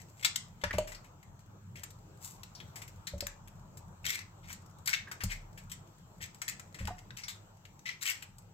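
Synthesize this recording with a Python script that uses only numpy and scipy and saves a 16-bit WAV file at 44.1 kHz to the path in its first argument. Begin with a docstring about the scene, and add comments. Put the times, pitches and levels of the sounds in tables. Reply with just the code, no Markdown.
"""Hands pry eggs open over a plastic bowl on a kitchen counter, close to a phone held upright.
Faint crunches lead to the first sharp snaps: bursts of noise grains with an unsteady fragment ring.
Yolk and white drop in: a splat, tones of air and bowl, and brief rising bubble tones, here and again later.
Then come a sliding squeak, grinding edges, and more snaps and landings.
Echoes of fading noise follow; shaped noise and a tone make the rumble, murmur, hiss and hum throughout."""
import sys
import numpy as np
from scipy import signal
from scipy.fft import rfft, irfft, next_fast_len
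from scipy.io import wavfile
from scipy.ndimage import uniform_filter1d, map_coordinates

SR = 44100
rng = np.random.default_rng(int(sys.argv[2]) if len(sys.argv) > 2 else 0)


def dump(signal):
    """Clip the signal to [-1, 1] and save it as 16-bit WAV at the path in sys.argv[1]."""
    limited = np.clip(np.atleast_2d(signal).T, -1, 1)
    pcm = np.round(limited * 32767).astype(np.int16)
    wavfile.write(sys.argv[1], SR, pcm)


def undo_db(level):
    """Turn decibels back into plain size, where 20 dB means ten times bigger."""
    steps = np.asarray(level, float) / 20
    return 10 ** steps


N = 376569  # length in samples


def unit(x):
    """Scales to rms 1."""
    return x / np.sqrt(np.mean(x ** 2, axis=-1, keepdims=True) + 1e-20)


def along(points, hz):
    """Reads (Hz, value) points on a log frequency axis."""
    f, v = np.transpose(points)
    return np.interp(np.log(hz + 1), np.log(f + 1), v)


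def curves(rows):
    """One value per sample for each column after the time."""
    s, *cols = np.transpose(rows)
    return [np.interp(np.arange(N) / SR, s, c) for c in cols]


def filtered(x, response):
    """Multiplies the spectrum of x by a response of frequency."""
    m = next_fast_len(x.shape[-1] + 2048)
    return irfft(rfft(x, m) * response(np.fft.rfftfreq(m, 1 / SR)), m)[..., :x.shape[-1]]


def low_cut(x, cut_hz, power):
    """Fades out what lies below cut_hz, without phase shift."""
    return filtered(x, lambda hz: 1 / (1 + (cut_hz / (hz + 1)) ** power))


def crackle(count, spiky_db, grain_s):
    """Fractures of uneven size: body and treble noise of rms 1 that share the same grain sizes."""
    # color of the shell body: pitch_hz, relative_level_db
    body_color = [(560, -47), (950, -11), (1220, -7), (1520, -7.5), (2050, 4.5), (2610, -4), (3580, -14.5),
                  (3930, -10.5), (6000, -8.5), (7800, -24.5), (13200, -120)]
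    # color of the shell treble: pitch_hz, relative_level_db
    treble_color = [(3240, -21), (5500, -13), (6130, -14.5), (7820, -6), (9330, -23.5), (10500, -22),
                    (11400, -16.5), (12200, -12.5), (14000, -12.5), (16200, -27.5)]
    grain = round(grain_s * SR)
    sizes = undo_db(spiky_db * np.minimum(rng.exponential(size=count // 8 + 1), 3.5))
    grains = sizes[np.arange(count) // grain] * rng.standard_normal((2, count))
    return unit(filtered(grains, lambda hz: undo_db([along(body_color, hz), along(treble_color, hz)])))


def chips(per_s, mid_hz, spread, cycles, spiky_db):
    """Tiny shell chips, each a short ring at its own pitch; rms 1."""
    count = round(per_s * N / SR)
    starts = (rng.random(count) * N).astype(int)
    hz = mid_hz * np.exp(spread * rng.standard_normal(count))[:, None]
    sizes = undo_db(spiky_db * np.minimum(rng.exponential(size=count), 3))[:, None]
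    k = np.arange(256)
    rings = sizes * np.exp(-k * hz / SR / cycles) * np.sin(2 * np.pi * hz * k / SR)
    train = np.bincount((starts[:, None] + k).ravel(), rings.ravel(), N + 256)[:N]
    return unit(train)


def snaps():
    """Each break is a dying burst of crackle; the loosened fragment rings unsteadily at its own pitch."""
    # shell snaps: start_s, level_db, fragment_ring_hz, treble_over_level_db, crackle_t60_s
    breaks = [(0.247, -14.5, 3847, -8, 0.064), (0.3587, -18.5, 3310, -1, 0.022),
              (0.614, -44, 3270, -14, 0.071), (0.6372, -17, 1880, -36, 0.045),
              (0.7291, -31, 1835, -21, 0.14), (0.7836, -20, 2630, -5, 0.017), (0.8732, -41, 2060, -7, 0.17),
              (0.9184, -37.5, 2100, -10.5, 0.095), (0.9472, -38.5, 4550, -14, 0.073),
              (1.043, -51, 2285, -10.5, 0.13), (1.2285, -47.5, 2210, -8.5, 0.04),
              (1.8337, -34, 2105, -1.5, 0.038), (1.904, -52.5, 3630, 3.5, 0.042),
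              (2.4326, -34, 3820, -6, 0.024), (2.601, -36.5, 3230, -32, 0.064),
              (2.7573, -41, 2260, -4, 0.15), (2.8176, -39, 2057, -5.5, 0.077),
              (2.878, -44, 1990, -2.5, 0.046), (3.0696, -31, 4000, -10, 0.091), (3.18, -45, 6450, -6, 0.04),
              (3.206, -18, 4430, -9.5, 0.016), (3.268, -20, 1980, -6, 0.012),
              (3.7715, -52.5, 2160, 3.5, 0.069), (4.502, -33, 1200, -19, 0.049),
              (4.5273, -46.5, 3260, 11, 0.035), (4.62, -59.5, 6500, 1.5, 0.023),
              (4.661, -53, 6550, 0, 0.023), (4.71, -57, 6070, -0.5, .02), (4.785, -54.5, 4000, 2, 0.023),
              (4.8583, -35.5, 5270, 0, 0.063), (4.874, -19.5, 4460, -5.5, 0.03),
              (5.114, -31, 1655, -11.5, 0.083), (5.2058, -32, 1860, -38, 0.16),
              (5.2359, -39.5, 5340, 13.5, 0.036), (5.575, -43, 2400, -8.5, 0.11),
              (5.697, -50, 3180, -4, 0.17), (5.7158, -35.5, 3190, -3.5, 0.066),
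              (5.873, -56, 3030, -2.5, 0.024), (6.345, -49, 2470, -2.5, 0.047),
              (6.4167, -28, 1970, -4, 0.046), (6.5953, -34, 1420, -7.5, 0.034),
              (6.744, -40, 2010, -9, 0.095), (6.7867, -40.5, 1998, -13.5, 0.25),
              (6.8533, -30, 2920, -6, 0.014), (6.8725, -27, 1630, -10.5, 0.037),
              (7.2353, -32, 5420, -32, 0.081), (7.281, -33, 3735, -6, 0.14),
              (7.6522, -39.5, 2350, -16, 0.038), (7.7922, -47, 5760, -6, 0.026),
              (8.2232, -34.5, 2436, -9, 0.057), (8.383, -65.5, 2710, 17, 0.036)]
    body_db, ring_db = -11.5, -5  # over the level of the snap
    out, t = np.zeros(N + SR), np.arange(8192) / SR
    for s, db, ring_hz, treble_db, t60 in breaks:
        fade = undo_db(-60 * t / t60) * (1 - np.exp(-t / 0.00082))
        body, bright = crackle(len(t), spiky_db=1.1, grain_s=0.00095)
        wander = np.cumsum(rng.standard_normal(len(t))) / 3
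        ring = np.sin(2 * np.pi * ring_hz * t + wander)
        burst = undo_db(body_db) * body + undo_db(treble_db) * bright + undo_db(ring_db) * ring
        out[round(s * SR):][:len(t)] += undo_db(db) * fade * burst
    return out[:N]


def crunch():
    """Fingers crush the shell: dense tiny fractures and ringing chips; some start at once, others swell."""
    # squeezes that crush or tear the shell: start_s, rise_s, fall_s, level_db, treble_over_level_db
    squeezes = [(0, .001, 0.05, -54.5, 0), (.084, 0.0013, 0.037, -67, 7.5), (.168, .002, .04, -69, 8),
                (.193, .003, 0.095, -54, -4.5), (0.227, 0.00072, .06, -36.5, -6),
                (1.755, 0.0024, 0.09, -46, -7.5), (2.2, 0.035, 0.2, -63.5, 15),
                (3.474, 0.0011, 0.023, -53.5, 0), (4.042, 0.003, .02, -36.5, -13.5),
                (4.465, 0.031, 0.094, -48, -4), (4.874, 0.0074, .07, -30.5, -7),
                (4.929, 0.009, .025, -20, -18.5), (4.95, 0.0056, 0.069, -46, -5),
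                (5.284, 0.039, 0.043, -34, -10), (6.2, .028, 0.058, -40.5, -6),
                (6.4793, 0.0009, 0.072, -37.5, -1.5), (6.983, 0.0009, 0.023, -48.5, -3),
                (7.1055, .001, 0.012, -39, -18), (7.1678, 0.00082, 0.096, -42, -6.5),
                (7.854, 0.0092, 0.11, -33.5, -17), (8.006, 0.021, 0.044, -38, -2.5),
                (8.12, .01, .12, -52, -3)]
    rise_power, fall_power = 1.2, 1.96  # bend of the rising and the falling ramp
    body, bright = crackle(N, spiky_db=4.5, grain_s=0.002)
    ringing = chips(per_s=450, mid_hz=2640, spread=0.287, cycles=7.6, spiky_db=4.5)
    body = undo_db(-4.5) * body + undo_db(-7.0) * ringing
    out, t = np.zeros(N), np.arange(N) / SR
    for s, rise, fall, db, treble_db in squeezes:
        onset = np.clip((t - s) / rise, 0, 1) ** rise_power
        fade = np.clip(1 - (t - s - rise) / fall, 0, 1) ** fall_power
        out += undo_db(db) * onset * fade * (body + undo_db(treble_db) * bright)
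    return out


def grinds():
    """Broken edges rub under steady pressure: uneven crackle plus chips that ring near one pitch."""
    # steady presses: start_s, length_s, level_db, treble_over_level_db, rasp_hz
    presses = [(4.05, 0.1, -36, -6, 3610), (4.154, 0.063, -43.5, -13, 2160), (4.43, .03, -55.5, -12, 3000),
               (8.05, 0.07, -33, -4, 2720)]
    grip_s, let_go_s = 0.0062, 0.0093  # edges of a held press
    out, t = np.zeros(N), np.arange(N) / SR
    body, bright = crackle(N, spiky_db=5, grain_s=0.003)
    for s, length, db, treble_db, hz in presses:
        press = np.clip(np.minimum((t - s) / grip_s, 1 - (t - s - length) / let_go_s), 0, 1)
        rasp = chips(per_s=300, mid_hz=hz, spread=0.12, cycles=14, spiky_db=4.5)
        rub = undo_db(-3.5) * body + undo_db(-9) * rasp + undo_db(treble_db) * bright
        out += undo_db(db) * press * rub
    return out


def squeak():
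    """A wet fingertip slips on the shell: a rough whistle that slides down in pitch."""
    # path of the slide: time_s, pitch_hz, level_db
    slide = [(2.551, 5620, -44.5), (2.575, 4300, -59), (2.599, 3280, -65)]
    s, hz, db = np.transpose(slide)
    t = np.arange(N) / SR
    phase = np.cumsum(2 * np.pi * np.interp(t, s, hz) / SR + 0.3 * rng.standard_normal(N))
    return undo_db(np.interp(t, s, db, -120, -120)) * np.sin(phase)


def ticks(per_s, db, spread_db, t60):
    """Faint stray ticks of shell and wet fingers: dying crackle at random moments."""
    count, t = round(per_s * N / SR), np.arange(2048) / SR
    sizes = undo_db(db + spread_db * rng.standard_normal(count))
    starts = np.bincount(rng.integers(0, N, count), sizes, N)
    body, bright = crackle(N, spiky_db=0.5, grain_s=0.00082)
    return signal.fftconvolve(starts, undo_db(-60 * t / t60))[:N] * (0.49 * body + bright)


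def air_ring(hz, db, t):
    """The air in the bowl rings in a main mode and two weak ones, with a fast and a slow decay."""
    drift = np.cumsum(rng.standard_normal(len(t))) / 35  # random phase: the tone is slightly unsteady
    modes = np.sin(2 * np.pi * hz * t + drift)
    modes += 0.12 * np.sin(2 * np.pi * hz * 0.94 * t)
    modes += 0.11 * np.sin(2 * np.pi * hz * 1.6 * t)
    decay = undo_db(db - 60 * t / 0.063) + undo_db(db - 16 - 60 * t / 0.24)
    return decay * (1 - np.exp(-t / 0.0037)) * modes


def wet_splat(db, t):
    """The wet landing is a very short burst of mostly low noise."""
    # color of the landing: pitch_hz, relative_level_db
    splat_color = [(120, -30), (230, 0), (450, -2), (1200, -8), (2500, -35)]
    noise = unit(filtered(rng.standard_normal(len(t)), lambda hz: undo_db(along(splat_color, hz))))
    return undo_db(db - 60 * t / 0.022) * noise


def bowl_rock(db, t):
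    """The bowl rocks on the counter: low decaying modes, excited a little differently each time."""
    # modes of the rocking bowl: pitch_hz, relative_level_db, t60_s
    bowl_modes = [(34.25, -2.5, 0.75), (74.4, 12, 0.13), (99.8, 10, 0.15), (188.4, 4.5, 0.13),
                  (315, -21, 0.068)]
    rock = np.zeros(len(t))
    for hz, level, t60 in bowl_modes:
        rock += undo_db(level + rng.normal(0, 2.5) - 60 * t / t60) * np.sin(2 * np.pi * hz * t)
    return undo_db(db) * (1 - np.exp(-t / 0.016)) * rock


def plops():
    """A landing splats, rings the air in the bowl and rocks the bowl; returns slap and thump."""
    # egg landing in the bowl: start_s, air_ring_level_db, thump_level_db, air_ring_hz, splat_level_db
    landings = [(.637, -27, -40, 588, -31), (0.738, -34, -39, 600, -34.5), (.75, -38, -38, 590, -43),
                (0.783, -16.5, -41, 604, -30), (3.135, -34, -39, 580, -54), (3.224, -33.5, -47, 572, -42),
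                (5.237, -48, -31, 620, -42.5), (6.805, -47, -36, 533, -58), (6.846, -50, -40, 626, -55),
                (6.905, -31.5, -49, 725, -45.5)]
    slap, thump, t = np.zeros(N + SR), np.zeros(N + SR), np.arange(SR) / SR
    for s, db, thump_db, hz, splat_db in landings:
        at = round(s * SR)
        slap[at:at + SR] += air_ring(hz, db, t) + wet_splat(splat_db, t)
        thump[at:at + SR] += bowl_rock(thump_db, t)
    return slap[:N], thump[:N]


def blips():
    """A bubble in the egg white rings briefly and its pitch climbs as it reaches the surface."""
    # popping bubbles: start_s, level_db, starting_pitch_hz, t60_s
    bubbles = [(0.7075, -25, 1810, 0.049), (5.072, -43, 1625, 0.16), (6.88, -30, 860, 0.066)]
    out, t = np.zeros(N + SR), np.arange(4096) / SR
    for s, db, hz, t60 in bubbles:
        wander = np.cumsum(rng.standard_normal(len(t))) * 0.16
        tone = np.sin(2 * np.pi * hz * (t + 0.8 * t * t) + wander)
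        out[round(s * SR):][:len(t)] += undo_db(db - 60 * t / t60) * (1 - np.exp(-t / 0.0011)) * tone
    return out[:N]


def ports(x, lead_s, left_db):
    """The left port hears a near source earlier and at its own level; left_db is (Hz, dB) points."""
    side = np.array([[1], [-1]])

    def response(hz):
        return undo_db(side * along(left_db, hz) / 2) * np.exp(1j * np.pi * hz * lead_s * side)
    return filtered(x, response)


def kitchen(x):
    """Bowl and counter answer first with a short bright echo; tiles and cupboards give a longer tail."""
    # decay of the tiles and cupboards: pitch_hz, t60_s
    room_decay = [(300, 0.51), (2000, 0.28), (7000, 0.28), (14000, 0.08)]
    hop = SR // 5  # each fifth of a second gets its own random noise echo
    pieces = np.pad(x, (0, -N % hop)).reshape(-1, 1, hop)
    hz, t, z = signal.stft(rng.standard_normal((len(pieces), 2, 2 * hop)), SR, nperseg=256)
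    hz = hz[:, None]
    late = undo_db(-60 * t / along(room_decay, hz))
    early = hz / 5000 * undo_db(-60 * t / 0.014)
    tails = signal.istft(z * (late + early), SR, nperseg=256)[1][..., :2 * hop]
    wet = signal.fftconvolve(pieces, unit(tails) / np.sqrt(2 * hop), axes=2)
    out = np.zeros((2, N + SR))
    for k, piece in enumerate(wet):
        out[:, k * hop + 90:][:, :piece.shape[1]] += piece  # echoes start 90 samples late
    return out[:, :N]


def rush(spectrum, patchy_db):
    """Stereo noise of rms 1 with patches of random gain over time and frequency."""
    # stereo width: pitch_hz, left_right_likeness (correlation, no unit)
    likeness = [(60, 0.96), (180, 0.94), (550, 0.45), (1650, -0.18), (4970, -0.48), (15000, 0.57)]
    z = signal.stft(rng.standard_normal((2, N)), nperseg=512)[2]
    field = uniform_filter1d(rng.standard_normal(z.shape[1:]), size=6, axis=0)
    field = uniform_filter1d(field, size=14, axis=1)
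    pair = signal.istft(z * undo_db(patchy_db * field / field.std()), nperseg=512)[1][:, :N]

    def response(hz):
        angle = np.arccos(np.clip(along(likeness, hz), -1, 1)) / 2
        return undo_db(along(spectrum, hz)) * [np.cos(angle), np.sin(angle)]
    mid, side = filtered(pair, response)
    return unit(np.array([mid + side, mid - side]))


def hum():
    """A faint compressor hum whose level and phase waver."""
    hum_hz, level_db, waver_db = 101.6, -63.5, 5
    slow = map_coordinates(rng.standard_normal(40), [np.arange(N) * 3 / SR])  # 3 random points a second
    phase = 2 * np.pi * hum_hz * np.arange(N) / SR + np.cumsum(rng.standard_normal(N)) * 0.0199
    return undo_db(level_db + waver_db * slow) * np.sin(phase)


def background():
    """Rumble of a refrigerator or distant traffic, room murmur, hiss of two microphones, and hum."""
    # layer levels, before the left and right trims: time_s, rumble_db, murmur_db, hiss_db
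    layer_levels = [(0, -55, -64.5, -70), (1.5, -57, -65, -74.5), (2.7, -54.5, -62, -68.5),
                    (3.3, -54.5, -63, -72.5), (6.9, -55.5, -64.5, -71), (8.54, -59, -67.5, -74)]
    # color of the low rumble: pitch_hz, relative_level_db
    rumble_color = [(12, -54), (20, -31), (40, 4), (64, -35), (85, 6), (102, 1), (184, -1.5), (231, -11.5),
                    (260, -30.5), (340, -44), (570, -120)]
    # color of the broad room murmur: pitch_hz, relative_level_db
    murmur_color = [(140, -17.5), (240, -12.5), (301, -4), (418, -8), (772, -7.5), (879, -4), (1140, -9),
                    (1310, -9), (1900, -22.5), (2470, -60.5), (4180, -120)]
    # color of the microphone hiss: pitch_hz, relative_level_db
    hiss_color = [(1000, -8.5), (1700, -9), (2150, -5), (2340, -3.5), (3650, -6.5), (4200, -7.5),
                  (5080, -8.5), (7760, 0), (9550, -41), (11300, -13), (16200, -14.5)]
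    rumble_db, murmur_db, hiss_db = curves(layer_levels)
    rumble = undo_db(rumble_db + [[0.4], [-0.4]]) * rush(rumble_color, patchy_db=2.5)
    murmur = undo_db(murmur_db + [[2.5], [0.5]]) * rush(murmur_color, patchy_db=2.36)
    hiss = undo_db(hiss_db + [[4], [1.5]]) * rush(hiss_color, patchy_db=2.0)
    return rumble + murmur + hiss + hum()


def shell_sounds():
    """All sounds of the shell, which is too thin to radiate bass; the top treble varies over time."""
    # gain of the shell sound above about 9.8 kHz: time_s, gain_db
    top_gain = [(0, -6), (1.5, -2), (3.5, -1.5), (4.5, -2.5), (5.5, -2), (7, -7), (8.2, -3)]
    pressed = low_cut(crunch() + grinds(), cut_hz=1150, power=4)
    shell = snaps() + pressed + squeak() + ticks(per_s=4.4, db=-63, spread_db=2.0, t60=0.027)
    shell = low_cut(shell, cut_hz=800, power=6)
    top = low_cut(shell, cut_hz=9800, power=16)
    return shell + (undo_db(curves(top_gain)[0]) - 1) * top


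def scene():
    """Near shell, landings and bubbles at both ports, their kitchen echo, and the background."""
    shell = shell_sounds()
    slap, thump = plops()
    slap = slap + blips()
    near = ports(shell, lead_s=0.0002794, left_db=[(1000, 7.9), (8000, 6.9)])
    near += ports(slap, lead_s=0.00005, left_db=[(600, -0.73)])
    near += ports(thump, lead_s=0.00003, left_db=[(60, 0.94)])
    room = undo_db([[-1.5], [-3]]) * kitchen(shell) + kitchen(slap) / 4
    return near + room + background()


def top_cut(x):
    """Nothing passes above the cut-off."""
    return signal.sosfilt(signal.butter(12, 16990, fs=SR, output="sos"), x)


def record(dry):
    """The phone cuts steeply above its band limit of 16.1 kHz."""
    mix = filtered(dry, lambda hz: 1 / (1 + (hz / 16100) ** 60))
    return top_cut(mix)


dry = scene()
out = record(dry)
dump(out)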